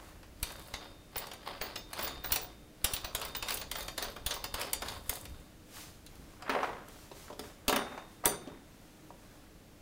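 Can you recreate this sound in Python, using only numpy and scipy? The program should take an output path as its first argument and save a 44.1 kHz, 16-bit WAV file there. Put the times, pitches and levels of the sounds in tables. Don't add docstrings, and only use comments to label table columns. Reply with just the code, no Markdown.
import sys
import numpy as np
from scipy import signal
from scipy.fft import rfft, irfft, next_fast_len
from scipy.io import wavfile
from scipy.ndimage import uniform_filter1d

SR = 44100
rng = np.random.default_rng(int(sys.argv[2]) if len(sys.argv) > 2 else 0)


def wrap_up_sound(samples):
    columns = np.atleast_2d(samples).T
    tamed = np.clip(columns, -1, 1)
    steps = np.round(tamed * 32767).astype(np.int16)
    wavfile.write(sys.argv[1], SR, steps)


N = 432621


def gain_of(db):
    return 10 ** (np.asarray(db) / 20)


def evened(x):
    return x / np.sqrt(np.mean(x ** 2) + 1e-20)


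def read(points, hz):
    point_hz, value = np.transpose(points)
    return np.interp(np.log(hz + 1), np.log(point_hz + 1), value)


def curves(rows):
    point_s, *columns = np.transpose(rows)
    t = np.arange(N) / SR
    gate = np.clip(np.minimum(t - point_s[0], point_s[-1] - t) / 0.018, 0, 1)
    return gate, *(np.interp(t, point_s, column) for column in columns)


def swells(rows, rise, fall):
    start_s, held_s, *levels = np.transpose(rows)
    t = np.arange(0, N / SR + .01, .002)[:, None]
    before_s = np.maximum(start_s - t, 0)
    after_s = np.maximum(t - start_s - np.abs(held_s), 0)
    shape_db = -rise * before_s - fall * after_s
    gains = []
    for level_db in levels:
        coarse = np.linalg.norm(gain_of(level_db + shape_db), axis=1)
        gains.append(np.interp(np.arange(N) / SR, t[:, 0], coarse))
    return gains


def hump(hz, steep):
    return lambda f: -steep * np.log2((f + 10) / hz) ** 2


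def coloured(x, db_of):
    size = next_fast_len(len(x))
    boost = gain_of(db_of(np.fft.rfftfreq(size, 1 / SR)))
    return irfft(rfft(x, size) * boost, size)[:len(x)]


def add(mix, start_s, sound):
    part = mix[round(start_s * SR):][:len(sound)]
    part += sound[:len(part)]


SPREAD_DB = 2.5


def ring(modes, start_s, level_db, steady):
    spot = rng.standard_normal((len(start_s), len(modes), 2))
    level_db = np.broadcast_to(level_db, (len(modes), len(start_s)))
    out = np.zeros(N)
    for k, (pitch_hz, mode_db, t60_s) in enumerate(modes):
        drive = steady.copy()
        size = np.sign(spot[:, k, 0]) * gain_of(level_db[k] + SPREAD_DB * spot[:, k, 1])
        np.add.at(drive, np.round(start_s * SR).astype(int), size)
        r, w = 10 ** (-3 / (t60_s * SR)), 2 * np.pi * pitch_hz / SR
        ringing = signal.lfilter([0, np.sin(w)], [1, -2 * r * np.cos(w), r * r], drive)
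        out += gain_of(mode_db) * ringing
    return out


RIPPLE_DB = 4


def blows(start_s, crack_db, bright_db, box_db, box_hz, crack_t60, bright_t60, box_t60, steep):
    t, out = np.arange(4096) / SR, np.zeros(N)
    noise, spots = rng.standard_normal((len(start_s), 3, 4096)), rng.random((len(start_s), 2))
    for k, (mid, high, low) in enumerate(noise):
        spacing_hz, shift = 1000 + 2000 * spots[k, 0], spots[k, 1]
        peaks = lambda f: RIPPLE_DB * np.sin(2 * np.pi * (f / spacing_hz + shift))
        mid = evened(coloured(coloured(mid, peaks), hump(3370, 7.4)))
        high = evened(coloured(coloured(high, peaks), hump(10500, 18)))
        low = evened(coloured(low, hump(box_hz[k], steep)))
        crack = gain_of(crack_db[k] - 12.5 - 60 * t / crack_t60) * mid
        edge = gain_of(bright_db[k] - 1.5 - 60 * t / bright_t60) * high
        dull = gain_of(box_db[k] + 2.0 - 60 * t / box_t60) * low
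        burst = np.minimum(t / 0.0025, 1) * (crack + edge) + np.minimum(t / 0.0036, 1) * dull
        add(out, start_s[k] - .001, burst)
    return out


# pitch_hz, relative level_db (per Hz)
AIR_COLOUR = [(12, -8), (20, 2), (150, -3), (187, -2.5), (270, -6), (301, 0.5), (357, -9.5), (485, -9.5),
              (642, -11.5), (698, -14), (976, -18.5), (1660, -19.5), (16000, -31)]
AIR_DB = -56
# start_s, level_db
STAND_SWAY = [(0, -59), (0.6, -56.5), (1.2, -64), (2.3, -50.5), (2.75, -67), (3.05, -56.5), (4.1, -52),
              (4.7, -56.5), (4.95, -48), (5.15, -64), (5.33, -44), (5.5, -66), (6, -60.5), (8.5, -65),
              (9.8, -86)]


def background():
    air_noise, sway_noise = rng.standard_normal((2, N))
    air = gain_of(AIR_DB) * evened(coloured(air_noise, lambda f: read(AIR_COLOUR, f)))
    _, sway_db = curves(STAND_SWAY)
    sway = gain_of(sway_db) * evened(coloured(sway_noise, hump(45, 4.5)))
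    return air + sway


# pitch_hz, t60_s (seconds to fall 60 dB)
ROOM_DECAY = [(200, 0.84), (800, 0.32), (2500, 0.22), (6000, 0.34), (12000, 0.082)]


def room(x):
    taps = rng.standard_normal(SR) * (np.arange(SR) > 350)
    hz, t, bands = signal.stft(taps, SR, nperseg=256)
    decay = gain_of(-60 * t / read(ROOM_DECAY, hz)[:, None])
    tail = signal.istft(bands * decay, SR, nperseg=256)[1]
    return signal.oaconvolve(x, tail / np.linalg.norm(tail))[:N]


# start_s, relative level_db
STAND_JOLTS = [(0.428, -41), (0.738, -48.5), (1.166, -50), (1.612, -50), (2.32, -45.5), (2.844, -38.5),
               (2.936, -44), (3.043, -48), (3.147, -47), (3.426, -51), (4.263, -43), (4.542, -50),
               (5.092, -44), (7.682, -45), (8.257, -46)]


def thumps():
    t, out = np.arange(4096) / SR, np.zeros(N)
    swing = -np.sin(2 * np.pi * 52 * t) * np.exp(-t / 0.0043)
    for start_s, level_db in STAND_JOLTS:
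        add(out, start_s, gain_of(level_db + 19.5) * swing)
    return out


# start_s (full pressure), held_s, hiss_level_db, scuff_level_db
HAND_STROKES = [(0.0, 0.1, -65, -59), (5.76, 0.054, -50, -58), (6.1, .25, -66, -65.5),
                (6.53, 0.039, -62, -35.5), (6.64, 0.0074, -58, -36.5), (6.9, .15, -60, -63),
                (7.17, 0.075, -56.5, -61.5), (7.45, 0.014, -57, -55.5), (7.77, 0.025, -58, -40.5),
                (7.9, 0.064, -65, -49.5), (8.1, 0.043, -65.5, -77), (8.3, 0.012, -58, -47),
                (8.5, 0.013, -75, -57), (8.7, .4, -70, -72), (9.2, 0.19, -68, -66)]
STROKE_RISE, STROKE_FALL = 207, 109


def rubbing():
    hiss_gain, scuff_gain = swells(HAND_STROKES, STROKE_RISE, STROKE_FALL)
    hiss_noise, scuff_noise, lumps = rng.standard_normal((3, N))
    lumps = gain_of(3.7 * evened(uniform_filter1d(lumps, 300)))
    hiss = evened(coloured(hiss_noise, hump(3670, 1.5)))
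    scuff = evened(lumps * coloured(scuff_noise, hump(850, 4.5)))
    return hiss_gain * hiss + scuff_gain * scuff


# pitch_hz, relative level_db, t60_s (seconds to fall 60 dB)
BOX_MODES = [(226, -8, .2), (276, -5, .2), (410, -2, .1), (590, 0, .09), (735, -1, .09), (945, -2, .08),
             (1165, -2, .08), (1325, -2, .08), (1700, -7, .08), (2100, -10, .08)]
# start_s, crack_level_db, bright_level_db, box_level_db, dull_pitch_hz (centre of the dull burst)
BOX_BUMPS = [(6.0644, -33, -33, -65, 188), (6.1552, -45, -39, -62, 151), (6.195, -53, -65, -42.5, 153),
             (6.4222, -32, -40, -42.5, 940), (6.562, -45, -60, -26.5, 567),
             (6.6298, -28.5, -54, -28.5, 990), (6.885, -41, -33, -51, 306), (7.1139, -37, -59, -41.5, 482),
             (7.2807, -48, -60, -48.5, 1310), (7.3011, -44, -60, -37, 510), (7.328, -39, -62, -46, 550),
             (7.9771, -35.5, -50, -35.5, 924), (8.2386, -39, -46, -35, 820), (8.249, -27, -38, -30.5, 1090),
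             (8.4733, -38.5, -61.5, -35.5, 300), (9.104, -58, -58, -48, 684)]


def bumps():
    start_s, crack_db, bright_db, box_db, dull_hz = np.transpose(BOX_BUMPS)
    near_db = hump(dull_hz, 9.0)(np.array(BOX_MODES)[:, :1])
    rings = ring(BOX_MODES, start_s, box_db - 8.5 + near_db, np.zeros(N))
    return blows(start_s, crack_db, bright_db, box_db, dull_hz, 0.057, 0.0089, 0.055, 7.7) + rings


# pitch_hz, relative level_db, t60_s (seconds to fall 60 dB)
WRENCH_MODES = [(4675, -14, .3), (6078, -19, .25), (6330, -14, .25), (9085, -2, .26), (9190, -4, .2),
                (10950, -5, .08), (11300, -7, .08), (12290, 0, .16), (13797, -2, .13), (15080, -5, .13),
                (15610, -1, .11)]
ARM_MODES = [(2480, -8, .1), (3450, -3, .07), (3658, -9, .9), (3800, -5, .07), (4370, -8, .07),
             (4630, -10, .16), (4690, -9, .2), (9787, -10, .15), (11400, -9, .05)]
# start_s, crack_level_db, bright_level_db, box_level_db,
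# dull_pitch_hz (centre of the dull burst), wrench_ring_level_db
WRENCH_KNOCKS = [(6.4943, -50, -50, -28.5, 1330, -46), (7.3932, -25, -34.5, -44, 275, -54),
                 (7.6809, -10, -19, -32, 431, -32), (7.6949, -13.5, -25, -29.5, 525, -43),
                 (7.7264, -29.5, -24, -28, 1370, -42), (7.7608, -15.5, -20, -29, 972, -42),
                 (8.2562, -13.5, -10.5, -32, 1390, -20.5), (8.2635, -37, -34, -30.5, 280, -36)]
GRIP = .5


def wrench():
    start_s, crack_db, bright_db, box_db, dull_hz, wrench_db = np.transpose(WRENCH_KNOCKS)
    still = np.zeros(N)
    flutter = 1 + GRIP * evened(uniform_filter1d(rng.standard_normal(N), size=120))
    metal = ring(WRENCH_MODES, start_s, wrench_db - 9.0, still)
    metal += ring(ARM_MODES, start_s, crack_db - 27.5, still)
    box = ring(BOX_MODES, start_s, box_db - 3.5, still)
    knocks = blows(start_s, crack_db, bright_db, box_db, dull_hz, 0.053, 0.023, 0.096, 4.3)
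    return knocks + flutter * metal + box


# start_s, pitch_hz, level_db
THREAD_SQUEAKS = [
    [(3.84, 12538, -67), (3.864, 12677, -62), (3.9, 12400, -64), (3.96, 11278, -69)],
    [(4.08, 11774, -62), (4.134, 11900, -67), (4.15, 12098, -88)],
]


def squeaks():
    out = np.zeros(N)
    for rows in THREAD_SQUEAKS:
        gate, pitch_hz, level_db = curves(rows)
        waver = 1 + .3 * evened(uniform_filter1d(rng.standard_normal(N), 250))
        tone = np.sqrt(2) * np.sin(2 * np.pi * np.cumsum(pitch_hz) / SR)
        out += gate * gain_of(level_db) * waver * tone
    return out


# start_s (full speed), held_s, grind_level_db, chatter_level_db
NUT_TWISTS = [(0.0, 0.11, -65.5, -71), (0.47, 0.018, -49.5, -53), (0.6, 0.12, -57, -61.5),
              (0.82, 0.0075, -50, -67), (1.2, 0.0071, -46.5, -58), (1.48, 0.0038, -43.5, -59.5),
              (1.65, 0.032, -45.5, -61), (1.97, 0.11, -44, -58.5), (2.31, .07, -45, -54),
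              (2.9, .015, -44, -50.5), (3.05, 0.028, -52.5, -73), (3.22, 0.011, -42, -53.5),
              (3.49, 0.0072, -39.5, -48.5), (3.78, 0.0097, -46, -54), (4.03, 0.011, -43.5, -53),
              (4.32, 0.0085, -43, -53.5), (4.6, 0.029, -41.5, -51.5), (4.88, 0.024, -44, -50),
              (5.1, 0.067, -52.5, -51), (5.33, 0.11, -63, -68)]
TWIST_RISE, TWIST_FALL = 225, 132
# pitch_hz, relative level_db (per Hz)
GRIND_COLOUR = [(200, -11), (500, 2), (1200, 4), (2200, -4), (3700, -4), (5000, -2.5), (7000, -51),
                (14000, -32)]


def turning():
    grind_gain, chatter_gain = swells(NUT_TWISTS, TWIST_RISE, TWIST_FALL)
    grind_noise, chatter_noise, lumps = rng.standard_normal((3, N))
    lumps = gain_of(4.2 * evened(uniform_filter1d(lumps, 180)))
    grind = evened(lumps * coloured(grind_noise, lambda f: read(GRIND_COLOUR, f)))
    tick_sizes = gain_of(7.5 * np.minimum(rng.exponential(1, N), 3))
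    ticks = tick_sizes * (rng.random(N) < 110 / SR)
    decay = signal.lfilter([1], [1, -np.exp(-1 / (0.0012 * SR))], ticks)
    chatter = evened((1.3 + evened(decay)) * coloured(chatter_noise, hump(9500, 12)))
    return grind_gain * grind, chatter_gain * chatter


# start_s, crack_level_db, bright_level_db, box_level_db
NUT_CLICKS = [(0.23, -41.5, -58, -52), (0.4285, -18, -23, -42), (0.502, -34, -55, -45.5),
              (0.7383, -19.5, -43, -40.5), (1.1577, -24.5, -46, -36.5), (1.1804, -26.5, -27, -54),
              (1.2687, -31, -44, -46), (1.3144, -28.5, -48, -46), (1.335, -33, -40, -48),
              (1.6127, -21, -39, -36.5), (1.7575, -20.5, -41, -42), (1.931, -25.5, -32, -41),
              (1.9899, -23, -38, -35), (2.01, -34, -36, -47), (2.0263, -26, -30, -54),
              (2.0463, -24, -36, -44), (2.0765, -24.5, -37, -41), (2.2436, -22, -54, -37.5),
              (2.3211, -13, -18, -34.5), (2.359, -15.5, -21.5, -36), (2.8439, -12, -14, -32),
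              (2.9358, -18, -22, -63), (2.9645, -20.5, -46, -58), (3.045, -21, -43, -39.5),
              (3.1492, -17, -22.5, -37), (3.215, -23, -34, -47), (3.2498, -25.5, -33, -53),
              (3.3497, -19.5, -39, -41.5), (3.366, -36, -39, -50), (3.4253, -20, -34, -38.5),
              (3.4845, -18.5, -32, -45), (3.5054, -19, -30, -52), (3.5214, -22, -34, -51),
              (3.5419, -34, -24.5, -56), (3.5715, -24, -32, -68), (3.6141, -23, -39, -41.5),
              (3.714, -20.5, -28.5, -42.5), (3.7549, -22, -43, -39), (3.7848, -36, -36, -40.5),
              (3.8063, -25.5, -38, -70), (3.828, -32, -38, -55), (3.8811, -22.5, -37.5, -40),
              (3.9786, -18, -28, -38.5), (4.0246, -19.5, -34, -38.5), (4.1632, -33, -49, -41),
              (4.263, -15, -22.5, -41), (4.3087, -15.5, -43, -40), (4.34, -27, -34, -50),
              (4.4411, -19, -32, -37), (4.5411, -20.5, -27, -35.5), (4.6129, -19, -28, -52),
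              (4.7317, -18, -18, -39.5), (4.8204, -22, -36, -35), (4.8835, -22, -57, -56),
              (5.0945, -21, -18.5, -39), (5.1547, -32, -33, -59), (5.253, -31, -41, -52)]
# start_s, relative level_db
WASHER_PINGS = [(0.4284, -47), (1.1672, -21), (1.6227, -25.5), (1.7734, -44), (1.9904, -38), (2.0324, -24),
                (2.2398, -29), (2.2548, -26), (2.3186, -19), (2.4164, -30), (2.844, -39), (2.9347, -24),
                (3.047, -34), (3.2495, -37), (3.3647, -31), (3.5054, -29), (3.5423, -35), (3.5748, -26),
                (3.7135, -44), (3.7638, -33), (3.8082, -38), (4.0228, -33), (4.1632, -50), (4.2627, -32),
                (4.34, -35), (4.4408, -39), (5.0943, -35)]
# pitch_hz, relative level_db, t60_s (seconds to fall 60 dB)
WASHER_MODES = [(15075, 0, .14), (15245, -1, .12)]
LOOSE = .6


def nut():
    start_s, crack_db, bright_db, box_db = np.transpose(NUT_CLICKS)
    grind, chatter = turning()
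    dull_hz = np.full(len(start_s), 800.)
    clicks = blows(start_s, crack_db, bright_db, box_db, dull_hz, 0.06, 0.031, 0.083, 3.6)
    arm = ring(ARM_MODES, start_s, crack_db - 27.0, 0.0043 * grind)
    box = ring(BOX_MODES, start_s, box_db - 19, 0.0036 * grind)
    ping_s, ping_db = np.transpose(WASHER_PINGS)
    rattle = 1 + LOOSE * evened(uniform_filter1d(rng.standard_normal(N), size=150))
    washers = rattle * ring(WASHER_MODES, ping_s, ping_db - 12.0, 0.0068 * chatter)
    return clicks + grind + chatter + arm + box + washers


def scene():
    near = nut() + squeaks() + rubbing()
    tool = wrench() + bumps()
    echo = room(gain_of(-9.0) * near + gain_of(-10.5) * tool)
    return (near + tool + echo + thumps() + background())[None]


ROLL_HZ, EDGE_HZ = 15850, 17100


def record(dry):
    roll = signal.firwin(401, ROLL_HZ, window=("kaiser", 7), fs=SR)[None]
    limit = signal.firwin(511, EDGE_HZ, window=("kaiser", 10), fs=SR)[None]
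    rolled = signal.oaconvolve(dry, roll, "same")
    soft = rolled + gain_of(-33) * (dry - rolled)
    return signal.oaconvolve(soft, limit, "same")


dry = scene()
out = record(dry)
wrap_up_sound(out)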